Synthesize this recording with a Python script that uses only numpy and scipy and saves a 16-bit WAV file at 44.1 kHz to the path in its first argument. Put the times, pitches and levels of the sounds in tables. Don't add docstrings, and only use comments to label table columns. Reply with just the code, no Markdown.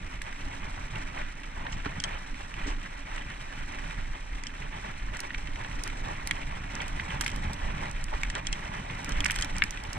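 import sys
import numpy as np
from scipy import signal
from scipy.fft import rfft, irfft, next_fast_len
from scipy.io import wavfile
from scipy.ndimage import uniform_filter1d

SR = 44100
rng = np.random.default_rng(int(sys.argv[2]) if len(sys.argv) > 2 else 0)


def digitize_waveform(pressure):
    field = np.atleast_2d(pressure).T
    bounded = np.clip(field, -1, 1)
    quanta = np.round(bounded * 32767).astype(np.int16)
    wavfile.write(sys.argv[1], SR, quanta)


N = 440098
TIME = np.arange(N) / SR


def amp(db):
    return 10 ** (np.asarray(db) / 20)


def evened(x):
    return x / np.sqrt(np.mean(x ** 2, axis=-1, keepdims=True) + 1e-20)


def unit_strike(x):
    return x / np.sqrt(np.sum(x ** 2, axis=-1, keepdims=True) / (.005 * SR) + 1e-20)


def read(points, hz):
    f, value = np.transpose(points)
    return np.interp(np.log(hz + 1), np.log(f + 1), value)


def add(mix, s, sound):
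    part = mix[:, max(round(s * SR), 0):][:, :sound.shape[-1]]
    part += sound[..., :part.shape[-1]]


def colour(x, spectrum, size=2048):
    log_gain = np.log(amp(read(spectrum, abs(np.fft.fftfreq(size, 1 / SR)))))
    taps = np.fft.ifft(np.exp(np.conj(signal.hilbert(log_gain)))).real[:size // 2]
    return signal.oaconvolve(x, taps[None], axes=1)[:, :x.shape[1]]


def resonate(x, hz, width_hz):
    return signal.lfilter(*signal.iirpeak(hz, hz / width_hz, fs=SR), x)


def wander(rate_hz):
    steps = rng.standard_normal(8000)
    return evened(np.interp(TIME * 2 * rate_hz, np.arange(len(steps)), steps))


def crunch(per_s, spread_db, clump_db, clump_hz, wash):
    happens = rng.random(N) < per_s / SR
    sizes = amp(spread_db * np.minimum(rng.exponential(1, N), 4)) * happens
    grains = evened(sizes * rng.choice([-1., 1.], (2, N)))
    return (grains + wash * rng.standard_normal((2, N))) * amp(clump_db * wander(clump_hz))


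def flakes(low_hz, high_hz, per_s, sharpness, spread_db, count=24):
    out = 0
    for hz in np.geomspace(low_hz, high_hz, count):
        left, size, right = rng.random((int(per_s * N / SR / count), 3)).T
        height = amp(spread_db * np.minimum(-np.log(1 - size), 3))
        breaks = np.zeros((2, N))
        breaks[0, (left * N).astype(int)] = height
        breaks[1, (right * N).astype(int)] = height
        out = out + resonate(breaks, hz, hz / sharpness)
    return evened(out) * np.sqrt(high_hz / (SR / 2))


def swells(rows, rise_s, fall_s):
    t, power = TIME[::50], 0
    for s, length, db in rows:
        rise = np.clip((t - s) / rise_s, 0, 1)
        fall = np.exp(-np.maximum(t - s - length, 0) / fall_s)
        power = power + (amp(db) * rise * fall) ** 2
    return np.interp(TIME, t, power)


# time in seconds, roughness in dB.
TRAIL = [(0, -8), (.8, -2), (1.15, -1.5), (1.35, -8), (1.6, -4), (1.9, -7.5), (2.4, -4.5), (3.15, -8),
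         (3.5, -3.5), (3.85, 1.5), (4.25, -7), (5.0, -5.5), (5.5, -1), (6.2, 2.5), (6.65, 3), (7.3, 5.5),
         (8.1, -1), (8.8, 4.5), (9.3, 4), (9.8, 1)]
# start in seconds, hold in seconds,
# then the push in dB for the leaves, for the soil and for the thud in the frame, before each layer's offset and trim.
BUMPS = [(0.0, 0.065, -56, -55, -39.5), (0.115, 0.048, -54, -53, -45), (0.237, 0.054, -48, -51, -47),
         (0.446, 0.097, -69, -50, -44), (0.587, 0.1, -47, -47.5, -40.5), (0.758, 0.021, -55, -40.5, -43),
         (0.805, 0.048, -53, -56, -42), (0.921, 0.061, -46, -46, -44), (1.043, 0.073, -47, -55, -54),
         (1.141, 0.081, -43.5, -42, -49), (1.543, 0.13, -48, -45, -45), (1.67, 0.13, -48, -48, -43.5),
         (1.832, 0.1, -46.5, -47.5, -42.5), (1.95, 0.038, -43, -46.5, -36), (2.03, 0.14, -45, -46.5, -43.5),
         (2.543, 0.078, -44.5, -48, -44), (2.62, 0.1, -44, -49, -43), (2.82, 0.044, -44.5, -48, -39.5),
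         (3.038, 0.19, -45.5, -48.5, -48), (3.228, 0.12, -49, -56, -47), (3.552, 0.084, -46, -65, -60),
         (3.714, 0.076, -46.5, -55, -49), (3.804, 0.04, -48, -49, -52), (3.962, 0.021, -44, -50, -39),
         (4.118, 0.033, -51, -48, -52), (4.3, .04, -51, -54, -46), (4.586, 0.075, -46.5, -47, -43),
         (4.703, 0.079, -45, -46.5, -42), (4.82, 0.085, -46, -47, -42), (4.99, 0.096, -54, -60, -44.5),
         (5.114, 0.049, -43.5, -47, -44), (5.214, 0.024, -47, -45.5, -53), (5.366, 0.057, -64, -62, -54),
         (5.564, 0.05, -46, -45.5, -45), (5.84, 0.041, -45, -53, -45), (6.035, 0.087, -46, -43.5, -41),
         (6.48, 0.046, -62, -45.5, -45), (6.712, 0.12, -47.5, -49, -42.5), (6.83, 0.035, -46, -52, -52),
         (6.938, 0.086, -49, -53, -41), (7.075, 0.11, -45.5, -48, -37.5), (7.28, 0.17, -65, -67, -38.5),
         (7.426, 0.081, -51, -44.5, -39), (7.597, 0.14, -48.5, -48.5, -39), (7.724, 0.17, -48, -46.5, -38),
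         (7.937, 0.032, -44, -51, -58), (8.115, 0.017, -56, -36, -49), (8.32, 0.081, -46, -42, -43),
         (8.604, 0.069, -47, -45.5, -56), (8.88, 0.033, -53, -56, -46), (9.07, 0.12, -44.5, -49, -39),
         (9.153, 0.17, -49, -52, -40), (9.31, 0.092, -44, -64, -61), (9.407, 0.066, -45, -47, -57),
         (9.54, 0.05, -41.5, -46, -37), (9.614, 0.022, -60, -62, -35), (9.933, 0.049, -52, -43, -36.5)]
LEAVES_COLUMN, SOIL_COLUMN, THUD_COLUMN = 2, 3, 4


def rolling_gain(law, column):
    even_db, follow, bump_db = law
    steady = amp(even_db + follow * np.interp(TIME, *np.transpose(TRAIL)))
    pushes = [(row[0], row[1], row[column] + bump_db) for row in BUMPS]
    return np.sqrt(steady ** 2 + swells(pushes, rise_s=0.026, fall_s=0.017))


# frequency in Hz, relative level in dB per Hz.
RUMBLE_SPECTRUM = [(5, -18), (15, -1.5), (25, 2), (40, -4), (65, -17), (100, -35), (250, -33.5),
                   (1000, -100)]
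# start in seconds, hold in seconds, level in dB.
LURCHES = [(.43, 0.056, -31), (.67, .2, -43.5), (.98, 0.074, -37), (1.17, 0.1, -34), (1.53, 0.089, -35),
           (1.72, 0.12, -31), (2.11, 0.051, -32), (2.29, 0.051, -34), (2.6, 0.19, -31.5), (3.09, 0.19, -39),
           (3.6, 0.048, -32.5), (3.77, 0.1, -37), (3.95, 0.22, -34), (4.31, 0.08, -31.5),
           (4.66, 0.037, -34), (5.0, 0.098, -33), (5.35, 0.21, -34.5), (5.73, 0.065, -30),
           (5.89, 0.15, -35.5), (6.41, 0.055, -31), (6.83, 0.15, -34.5), (7.13, 0.09, -31.5),
           (7.32, 0.16, -33), (7.63, 0.11, -31), (7.92, 0.4, -32), (8.48, 0.047, -30), (9.12, 0.095, -29.5),
           (9.36, 0.043, -30), (9.5, 0.14, -32.5)]


def buffeting():
    rumble = evened(colour(rng.standard_normal((2, N)), RUMBLE_SPECTRUM, size=16384))
    rumble /= np.sqrt(uniform_filter1d(rumble ** 2, size=6000, axis=1) + 0.14)
    calm = amp(-39.5 + 1 * wander(rate_hz=2.6))
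    return rumble * np.sqrt(calm ** 2 + swells(LURCHES, rise_s=0.021, fall_s=0.015))


# frequency in Hz, relative level in dB per Hz.
DRONE_SPECTRUM = [(30, -36.5), (70, 4), (100, 0.5), (160, -1.5), (205, -5.5), (250, -16.5), (340, -19),
                  (460, -28), (900, -46.5), (3000, -110)]
# level at roughness 0 in dB before trim, dB per dB of roughness, bump offset in dB.
DRONE_LAW = (-45, 0.82, 0)


def frame_drone(trim_db=-2.0):
    grain = crunch(per_s=90, spread_db=2.5, clump_db=-0.5, clump_hz=29.05, wash=0.99)
    drone = evened(colour(grain, DRONE_SPECTRUM, size=8192))
    return amp(trim_db) * drone * rolling_gain(DRONE_LAW, THUD_COLUMN)


# frequency in Hz, relative level in dB per Hz.
HUM_SPECTRUM = [(120, -27), (220, -7), (258, -4.5), (279, 1), (305, -7.5), (345, -16.5), (410, -18),
                (500, -20), (900, -38), (3000, -81)]
# level at roughness 0 in dB, dB per dB of roughness, bump offset in dB.
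HUM_LAW = (-53.5, 0.37, -33)


def tyre_hum():
    grain = crunch(per_s=280, spread_db=4.0, clump_db=2.0, clump_hz=4.5, wash=1.08)
    return evened(colour(grain, HUM_SPECTRUM, size=8192)) * rolling_gain(HUM_LAW, THUD_COLUMN)


# start in seconds, level in dB before the attack, pitch in Hz.
JOLTS = [(.923, -37.5, 111), (1.752, -41, 46), (5.116, -31, 47.7), (5.358, -33, 74.4), (7.135, -39, 125),
         (7.622, -25, 49.7), (8.139, -29, 59), (9.116, -22, 42), (9.165, -19.5, 52.4), (9.627, -28, 45)]


def jolts(rise_s=0.005, t60=0.14):
    out, t = np.zeros((2, N)), np.arange(SR // 4) / SR
    for s, db, hz in JOLTS:
        envelope = amp(db - 60 * t / t60) * (1 - np.exp(-t / rise_s))
        add(out, s, envelope * np.sin(2 * np.pi * hz * t))
    return out


# mode in Hz, level in dB re the knock, t60 in seconds.
FRAME_MODES = [(292, -1.5, 0.074), (423, -4, 0.03), (790, -6, 0.022), (1400, -10, 0.016)]
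# start in seconds, level in dB,
# hardness in dB per octave above the lowest mode.
ROOTS = [(1.8642, -30, 5), (2.66, -38, -9), (2.678, -28.5, -17), (2.721, -37, -18), (2.778, -42, -14)]


def roots():
    out, t = np.zeros((2, N)), np.arange(SR // 5) / SR
    hz, mode_db, t60 = np.transpose(FRAME_MODES)[:, :, None]
    for s, db, hardness in ROOTS:
        strength_db = db + mode_db + hardness * np.log2(hz / hz[0])
        modes = amp(strength_db - 60 * t / t60) * np.sin(2 * np.pi * hz * t)
        add(out, s, modes.sum(0))
    return out


# start in seconds, level in dB before each layer's offset,
# time to the rebound in seconds.
CLINKS = [(2.001, -35.5, 0.0039), (2.039, -29, 0.0046), (4.4688, -38.5, 0.0049), (7.316, -45.5, 0.005),
          (8.469, -32.5, 0.0027), (8.5276, -32, 0.0035), (9.121, -41, 0.0045), (9.2052, -37, 0.0018),
          (9.4234, -30, 0.0044)]
REBOUND_DB = -10.5


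def clink_strikes():
    first = [(s, db) for s, db, _ in CLINKS]
    return first + [(s + delay, db + REBOUND_DB) for s, db, delay in CLINKS]


def ring(modes, band_hz, t, force, detune=0.025):
    hz, db, t60 = np.transpose(modes)[:, :, None]
    hz = hz * (1 + detune * (2 * rng.random(hz.shape) - 1))
    wave = (amp(db - 60 * t / t60) * np.sin(2 * np.pi * hz * t)).sum(0)
    wave = signal.sosfilt(signal.butter(3, band_hz, "bandpass", fs=SR, output="sos"), wave)
    return unit_strike(signal.fftconvolve(force, wave[None], axes=1)[:, :len(t)])


# nominal mode in Hz before detuning, relative level in dB, t60 in seconds.
KNOCK_MODES = [(910, -1, 0.009), (1700, -32, 0.0061), (1900, -3.5, 0.023), (2350, 5.5, 0.0054),
               (3130, -18, 0.019), (1720, -15, 0.084)]
CLINK_MODES = [(3020, -19, 0.00073), (3180, 28, 0.014), (3680, -17, 0.005)]
# low edge in Hz, high edge in Hz.
KNOCK_BAND = (1100, 4240)
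CLINK_BAND = (2720, 4330)
# start in seconds, level in dB before trim, nominal pitch of the part in Hz,
# metallic edge in dB re that level, left minus right in dB.
KNOCKS = [(0.2166, -33, 2160, -11, -3), (0.779, -41.5, 1700, -20, 3), (1.6667, -31.5, 1850, -11, -3),
          (1.7268, -37, 2300, -5, -3), (3.1796, -34.5, 1900, -9, -3), (4.437, -36.5, 1970, -16, -1),
          (5.3052, -32.5, 1960, -18, -3), (5.346, -30, 2220, -12, -4), (5.647, -34, 1720, -12, -2),
          (6.2736, -33, 2100, -13, -2), (6.3103, -21, 2100, -8.5, -3), (6.8036, -32, 2200, -3, -5),
          (6.9975, -25.5, 1870, -15, -3), (7.2101, -28.5, 1580, -6, -6), (7.219, -35, 2100, -8, 5),
          (7.2625, -24.5, 2140, -13, 1), (7.279, -32, 2280, -4.5, -1), (8.2335, -23, 2200, -20, -1),
          (8.301, -33, 1890, -6, 2), (8.352, -32, 2400, -3.5, -2), (8.5286, -39, 2050, -14, -2),
          (8.8992, -35.5, 2200, -7, -1), (9.2052, -34.5, 2400, 2, -1), (9.2419, -25, 2240, -13, 0),
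          (9.2569, -23, 2090, -24, -8), (9.2609, -22, 2100, -24, -1), (9.299, -23.5, 1910, -27, 0),
          (9.3085, -27, 2400, -5, 1), (9.361, -31, 1990, -6, -1), (9.388, -36, 1700, -5, 4),
          (9.411, -36, 2200, -14, 0), (9.428, -36, 1800, -2, -2), (9.4469, -38, 2300, -10, -3),
          (9.6212, -15, 2190, -32, 4.5), (9.638, -28.5, 2220, -17, -13)]


def rattles(knock_trim_db=-1.0, chatter=0.13, chatter_s=0.0033):
    out, t = np.zeros((2, N)), np.arange(2400) / SR
    strikes = [(s, db, hz, db + edge, pan) for s, db, hz, edge, pan in KNOCKS]
    # 5 dB under it, at 2 kHz, 6 dB to the left
    strikes += [(s, db - 5, 2000, db, 6) for s, db in clink_strikes()]
    for s, knock_db, hz, clink_db, pan_db in strikes:
        force = (t == 0) + chatter * np.exp(-t / chatter_s) * rng.standard_normal((2, len(t)))
        own_note = (hz, 11.5, 0.0092)  # Hz, dB, t60 s
        dull = amp(knock_db + knock_trim_db) * ring([own_note] + list(KNOCK_MODES), KNOCK_BAND, t, force)
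        metal = amp(clink_db) * ring(CLINK_MODES, CLINK_BAND, t, force)
        add(out, s, (dull + metal) * amp([[pan_db / 2], [-pan_db / 2]]))
    return out


# frequency in Hz, relative level in dB per Hz.
SNAP_SPECTRUM = [(800, -25), (2500, -10.5), (4200, -4), (5500, 2), (7000, -1), (8400, -1), (9500, -12.5),
                 (11000, -24), (14000, -55.5)]
TIP_SPECTRUM = [(5000, -27.5), (8500, 2.5), (9500, 1), (12500, -14.5), (14500, -19), (16500, -36)]
# start in seconds, level in dB, bright tip in dB re the tick before trim,
# first minus second channel in dB ahead of the ports.
TICKS = [(0.219, -41.5, -3, 0), (4.4368, -41, -25, -8), (5.3458, -50, -9, 0), (5.169, -40, -6, 0),
         (5.2036, -32, -2.5, -6), (5.8366, -31, -1.5, -7), (5.8765, -40, -3, 1), (6.2733, -32.5, -0.5, -4),
         (6.311, -34, -4, -1), (6.753, -37.5, -9, -4), (6.818, -43, -8, -3), (6.881, -42, -1.5, 2),
         (7.2101, -27.5, -5, -5), (7.2132, -31, 0, -4), (7.2185, -46, -12, -3), (7.2625, -41, -2, 0),
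         (7.2655, -37, -3, 0), (7.279, -34.5, -7, -1), (7.3614, -41.5, -2.5, -6), (7.533, -39, -6, 4),
         (7.913, -41, -5, 1), (8.041, -39, -1.5, 0), (8.2338, -37, -9, -1), (8.3008, -36, -18, -11),
         (8.3524, -38, -24, -4), (8.528, -37, -22, -8), (9.0456, -37, -5, -2), (9.093, -39, -4, -5),
         (9.205, -44, 3, 0), (9.246, -28.5, -6, -6), (9.2608, -33, -8, -4), (9.2634, -30.5, -8, -5),
         (9.3088, -32.5, -0.5, -3), (9.3171, -33.5, 1, -2), (9.3434, -44, -15, -3), (9.3565, -41, -8, 0),
         (9.361, -33.5, -4, 5), (9.388, -35, -7, 2), (9.4012, -41, -14, 0), (9.4116, -37, -4, -2),
         (9.4234, -36, -8, -8), (9.4463, -33.5, -4, -13), (9.566, -41, -17, -2), (9.5835, -34.5, -2, -8),
         (9.6381, -32, -6, 3), (9.7074, -33.5, -6, -6), (9.8377, -44.5, -4, 1), (9.931, -34.5, -6, -6)]
# start in seconds, length in seconds,
# level of a grain in dB before its random size.
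SPRAYS = [(7.197, 0.11, -43), (9.25, 0.2, -46)]


def snaps(tip_trim_db=-1.5, crack_s=0.0011, tail_s=0.01, tail=0.08, first_touch=2.8, grit_per_s=55):
    out, t = np.zeros((2, N)), np.arange(1200) / SR
    scatter = np.exp(-t / crack_s) + tail * np.exp(-t / tail_s)
    contacts = list(TICKS) + [(s, db + 1.5, -23, -5) for s, db in clink_strikes()]
    for s, length, db in SPRAYS:
        for when, size in rng.random((int(grit_per_s * length), 2)):
            contacts.append((s + length * when, db + 10 * np.log10(.5 + size), -6, 0))
    for s, snap_db, tip_db, pan_db in contacts:
        crack = first_touch * (t == 0) + scatter * rng.standard_normal((2, len(t)))
        sides = evened(amp([pan_db / 2, -pan_db / 2]))[:, None]
        snap = unit_strike(colour(crack, SNAP_SPECTRUM, size=512))
        tip = unit_strike(colour(crack, TIP_SPECTRUM, size=512))
        add(out, s, sides * amp(snap_db) * snap)
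        add(out, s, sides * amp(snap_db + tip_db + tip_trim_db) * tip)
    return out


# start in seconds, level in dB before the attack,
# centre in Hz, width in Hz of each of two filter passes, t60 in seconds.
SCUFFS = [(1.186, -42, 1570, 1520, 0.59), (1.721, -41.5, 6060, 6000, 0.11), (1.856, -29, 1240, 1700, 0.07),
          (2.045, -32, 1090, 1100, 0.069), (2.656, -42.5, 370, 260, 0.2), (2.668, -41.5, 5470, 6000, 0.18),
          (3.526, -32, 1070, 700, 0.035), (8.134, -32.5, 1250, 1390, 0.094),
          (8.356, -32.5, 1400, 1500, 0.11)]


def scuffs(rise_s=0.0011, top_hz=8000):
    out, t = np.zeros((2, N)), np.arange(SR // 3) / SR
    for s, db, hz, width_hz, t60 in SCUFFS:
        noise = rng.standard_normal((2, len(t)))
        grind = evened(resonate(resonate(noise, hz, width_hz), hz, width_hz))
        add(out, s, grind * amp(db - 60 * t / t60) * (1 - np.exp(-t / rise_s)))
    return signal.sosfilt(signal.butter(6, top_hz, fs=SR, output="sos"), out)


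# frequency in Hz, relative level in dB per Hz.
LEAVES_SPECTRUM = [(500, -29), (1200, -1), (1600, 1), (1900, 3), (2400, 1.5), (2850, -5), (3200, -7),
                   (3550, -8), (3900, -19), (4500, -18.5), (9000, -45), (16000, -67)]
FIZZ_SPECTRUM = [(2000, -28.5), (3800, 6), (4400, -0.5), (5000, 3), (5600, 3), (6800, 1), (7800, -2.5),
                 (8800, -2.5), (10000, -10.5), (12500, -22), (14000, -26), (16000, -73)]
# level at roughness 0 in dB before trim, dB per dB of roughness, bump offset in dB.
LEAVES_LAW = (-47, 0.35, 0)
# start in seconds, level in dB before trim, pitch in Hz.
CRACKLES = [(0.326, -39.5, 2110), (0.957, -37, 2300), (1.214, -39, 2300), (1.433, -41.5, 2920),
            (1.802, -44, 2000), (1.849, -39, 1800), (2.343, -42, 2000), (2.54, -38, 2700),
            (2.858, -40, 2000), (2.979, -45, 1500), (3.114, -42, 1700), (3.161, -39.5, 1600),
            (3.219, -42, 2300), (3.3, -40, 1700), (3.786, -39, 2100), (3.907, -37.5, 2200),
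            (4.551, -42.5, 2220), (4.621, -40, 2000), (5.192, -36.5, 2030), (5.472, -37.5, 2800),
            (5.558, -37.5, 2110), (5.607, -47, 1400), (5.713, -40.5, 2600), (5.9, -38.5, 2510),
            (6.364, -44, 2800), (6.51, -43, 2100), (6.817, -36, 2200), (7.105, -36, 2700),
            (7.121, -41, 1600), (7.236, -37, 2200), (7.248, -44, 2200), (7.293, -40, 2300),
            (7.78, -39, 2000), (7.855, -38, 2200), (8.083, -45, 2700), (8.249, -38, 2100),
            (8.27, -50, 3300), (8.737, -37, 2100), (8.909, -39, 2000), (9.268, -42, 2100),
            (9.286, -37, 2100), (9.328, -42, 2300), (9.665, -43, 2300), (9.772, -36.5, 2900),
            (9.85, -42, 3120)]


def crackles(per_s=32, small_db=-48.0, spread_db=1.2, decay_s=0.0043, edge_db=-15, leaf_hz=2000,
             octaves=1.0, width_hz=1300, loud_trim_db=1.0):
    out, t = np.zeros((2, N)), np.arange(1000) / SR
    when, size, stiffness = rng.random((int(per_s * N / SR), 3)).T
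    when = when * N / SR
    ground_db = LEAVES_LAW[1] * np.interp(when, *np.transpose(TRAIL))
    level_db = small_db + ground_db + spread_db * np.minimum(-np.log(1 - size), 3)
    pitch_hz = leaf_hz * 2 ** (octaves * (2 * stiffness - 1))
    large = [(s, db + loud_trim_db, hz) for s, db, hz in CRACKLES]
    for s, db, hz in large + list(zip(when, level_db, pitch_hz)):
        fractures = np.exp(-t / decay_s) * rng.standard_normal((2, len(t))) ** 3
        body = unit_strike(resonate(colour(fractures, LEAVES_SPECTRUM, size=512), hz, width_hz))
        edge = unit_strike(colour(fractures, FIZZ_SPECTRUM, size=512))
        add(out, s, amp(db) * (body + amp(edge_db) * edge))
    return out


# frequency in Hz, relative level in dB per Hz.
SOIL_SPECTRUM = [(150, -41.5), (350, -2), (460, -7), (600, -2), (700, -0.5), (880, 7), (1100, 0.5),
                 (1300, -12), (1800, -5), (2800, -30), (5000, -65), (12000, -64)]
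# level at roughness 0 in dB before trim, dB per dB of roughness, bump offset in dB.
SOIL_LAW = (-49.5, 0.64, 0)
FIZZ_LAW = (-60, 0.3, -19.5)


def tyres(soil_trim_db=2, leaves_trim_db=1, fizz_trim_db=3.5, load_db=1.28, patch_db=0.7,
          soil_grain=0.9, leaf_grain=1.58):
    load = amp(load_db * wander(rate_hz=22))
    patches = amp(patch_db * wander(rate_hz=14))
    soil = evened(crunch(per_s=450, spread_db=1.0, clump_db=1.0, clump_hz=43.6, wash=0.8))
    soil = soil + soil_grain * flakes(296, 2020, per_s=1500, sharpness=10, spread_db=2.0)
    soil = evened(colour(soil * patches, SOIL_SPECTRUM))
    leaves = crunch(per_s=600, spread_db=1.0, clump_db=0.6, clump_hz=69.4, wash=0.98)
    edges = crunch(per_s=1500, spread_db=2.5, clump_db=2.0, clump_hz=83.0, wash=1.0) + 0.31 * leaves
    fizz = evened(colour(edges, FIZZ_SPECTRUM))
    leaves = evened(leaves) + leaf_grain * flakes(915, 4450, per_s=1700, sharpness=15.7, spread_db=2.5)
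    leaves = evened(colour(leaves, LEAVES_SPECTRUM))
    return load * (amp(soil_trim_db) * soil * rolling_gain(SOIL_LAW, SOIL_COLUMN)
                   + amp(leaves_trim_db) * leaves * rolling_gain(LEAVES_LAW, LEAVES_COLUMN)
                   + amp(fizz_trim_db) * fizz * rolling_gain(FIZZ_LAW, LEAVES_COLUMN))


# centre in Hz, width in Hz, level in dB of the resonance added to the sound.
BIKE_MODES = [(587, 54, -7), (1955, 20, -4.5), (3037, 21, 0), (3815, 21, 3.5), (4140, 56, 0.5),
              (5680, 230, 0.5), (7710, 46, 7)]


def bike_body(rolling):
    return rolling + sum(amp(db) * resonate(rolling, hz, width_hz) for hz, width_hz, db in BIKE_MODES)


# frequency in Hz, likeness from 0 to 1.
LIKENESS = [(60, .97), (230, .97), (350, .88), (500, .72), (1000, .72), (1300, .5), (1800, .78),
            (2600, .68), (4500, .68), (8000, .55), (10000, .25)]
# frequency in Hz, lead of the left in radians.
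PHASE_LEAD = [(330, 0), (480, -1), (720, -2.4), (1100, -2.9), (1300, -1.3), (1500, .6), (1900, -.4),
              (2900, -.6), (3400, 2), (4200, .7), (5300, 3.4), (6800, 3.3), (8000, 5.6)]
# frequency in Hz, left minus right in dB.
PORT_BALANCE = [(60, -2), (300, -0.5), (470, -0.5), (620, 3), (800, 1), (1150, -9), (1450, -1), (1950, 0.5),
                (2500, -4.5), (3200, -6), (4000, 3), (4600, -3), (6500, -3), (10000, 0.5)]


def ports(pair):
    size = next_fast_len(pair.shape[1] + 4096)
    hz = np.fft.rfftfreq(size, 1 / SR)
    direct, diffuse = rfft(pair, size, axis=1)
    same = np.clip(read(LIKENESS, hz), 0, 1)
    tilt_db = read(PORT_BALANCE, hz) / 2
    right = same * direct + np.sqrt(1 - same ** 2) * diffuse
    right = right * np.exp(-1j * read(PHASE_LEAD, hz))
    both = np.array([direct * amp(tilt_db), right * amp(-tilt_db)])
    return irfft(both, size, axis=1)[:, :pair.shape[1]]


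def scene():
    background = buffeting() + frame_drone() + tyre_hum() + jolts() + roots()
    rolling = background + scuffs() + crackles() + tyres()
    return ports(bike_body(rolling) + snaps()) + rattles()


def record(dry, edge_hz=16500):
    taps = signal.firwin(511, edge_hz, window=("kaiser", 9), fs=SR)
    return signal.oaconvolve(dry, taps[None], "same")


dry = scene()
out = record(dry)
digitize_waveform(out)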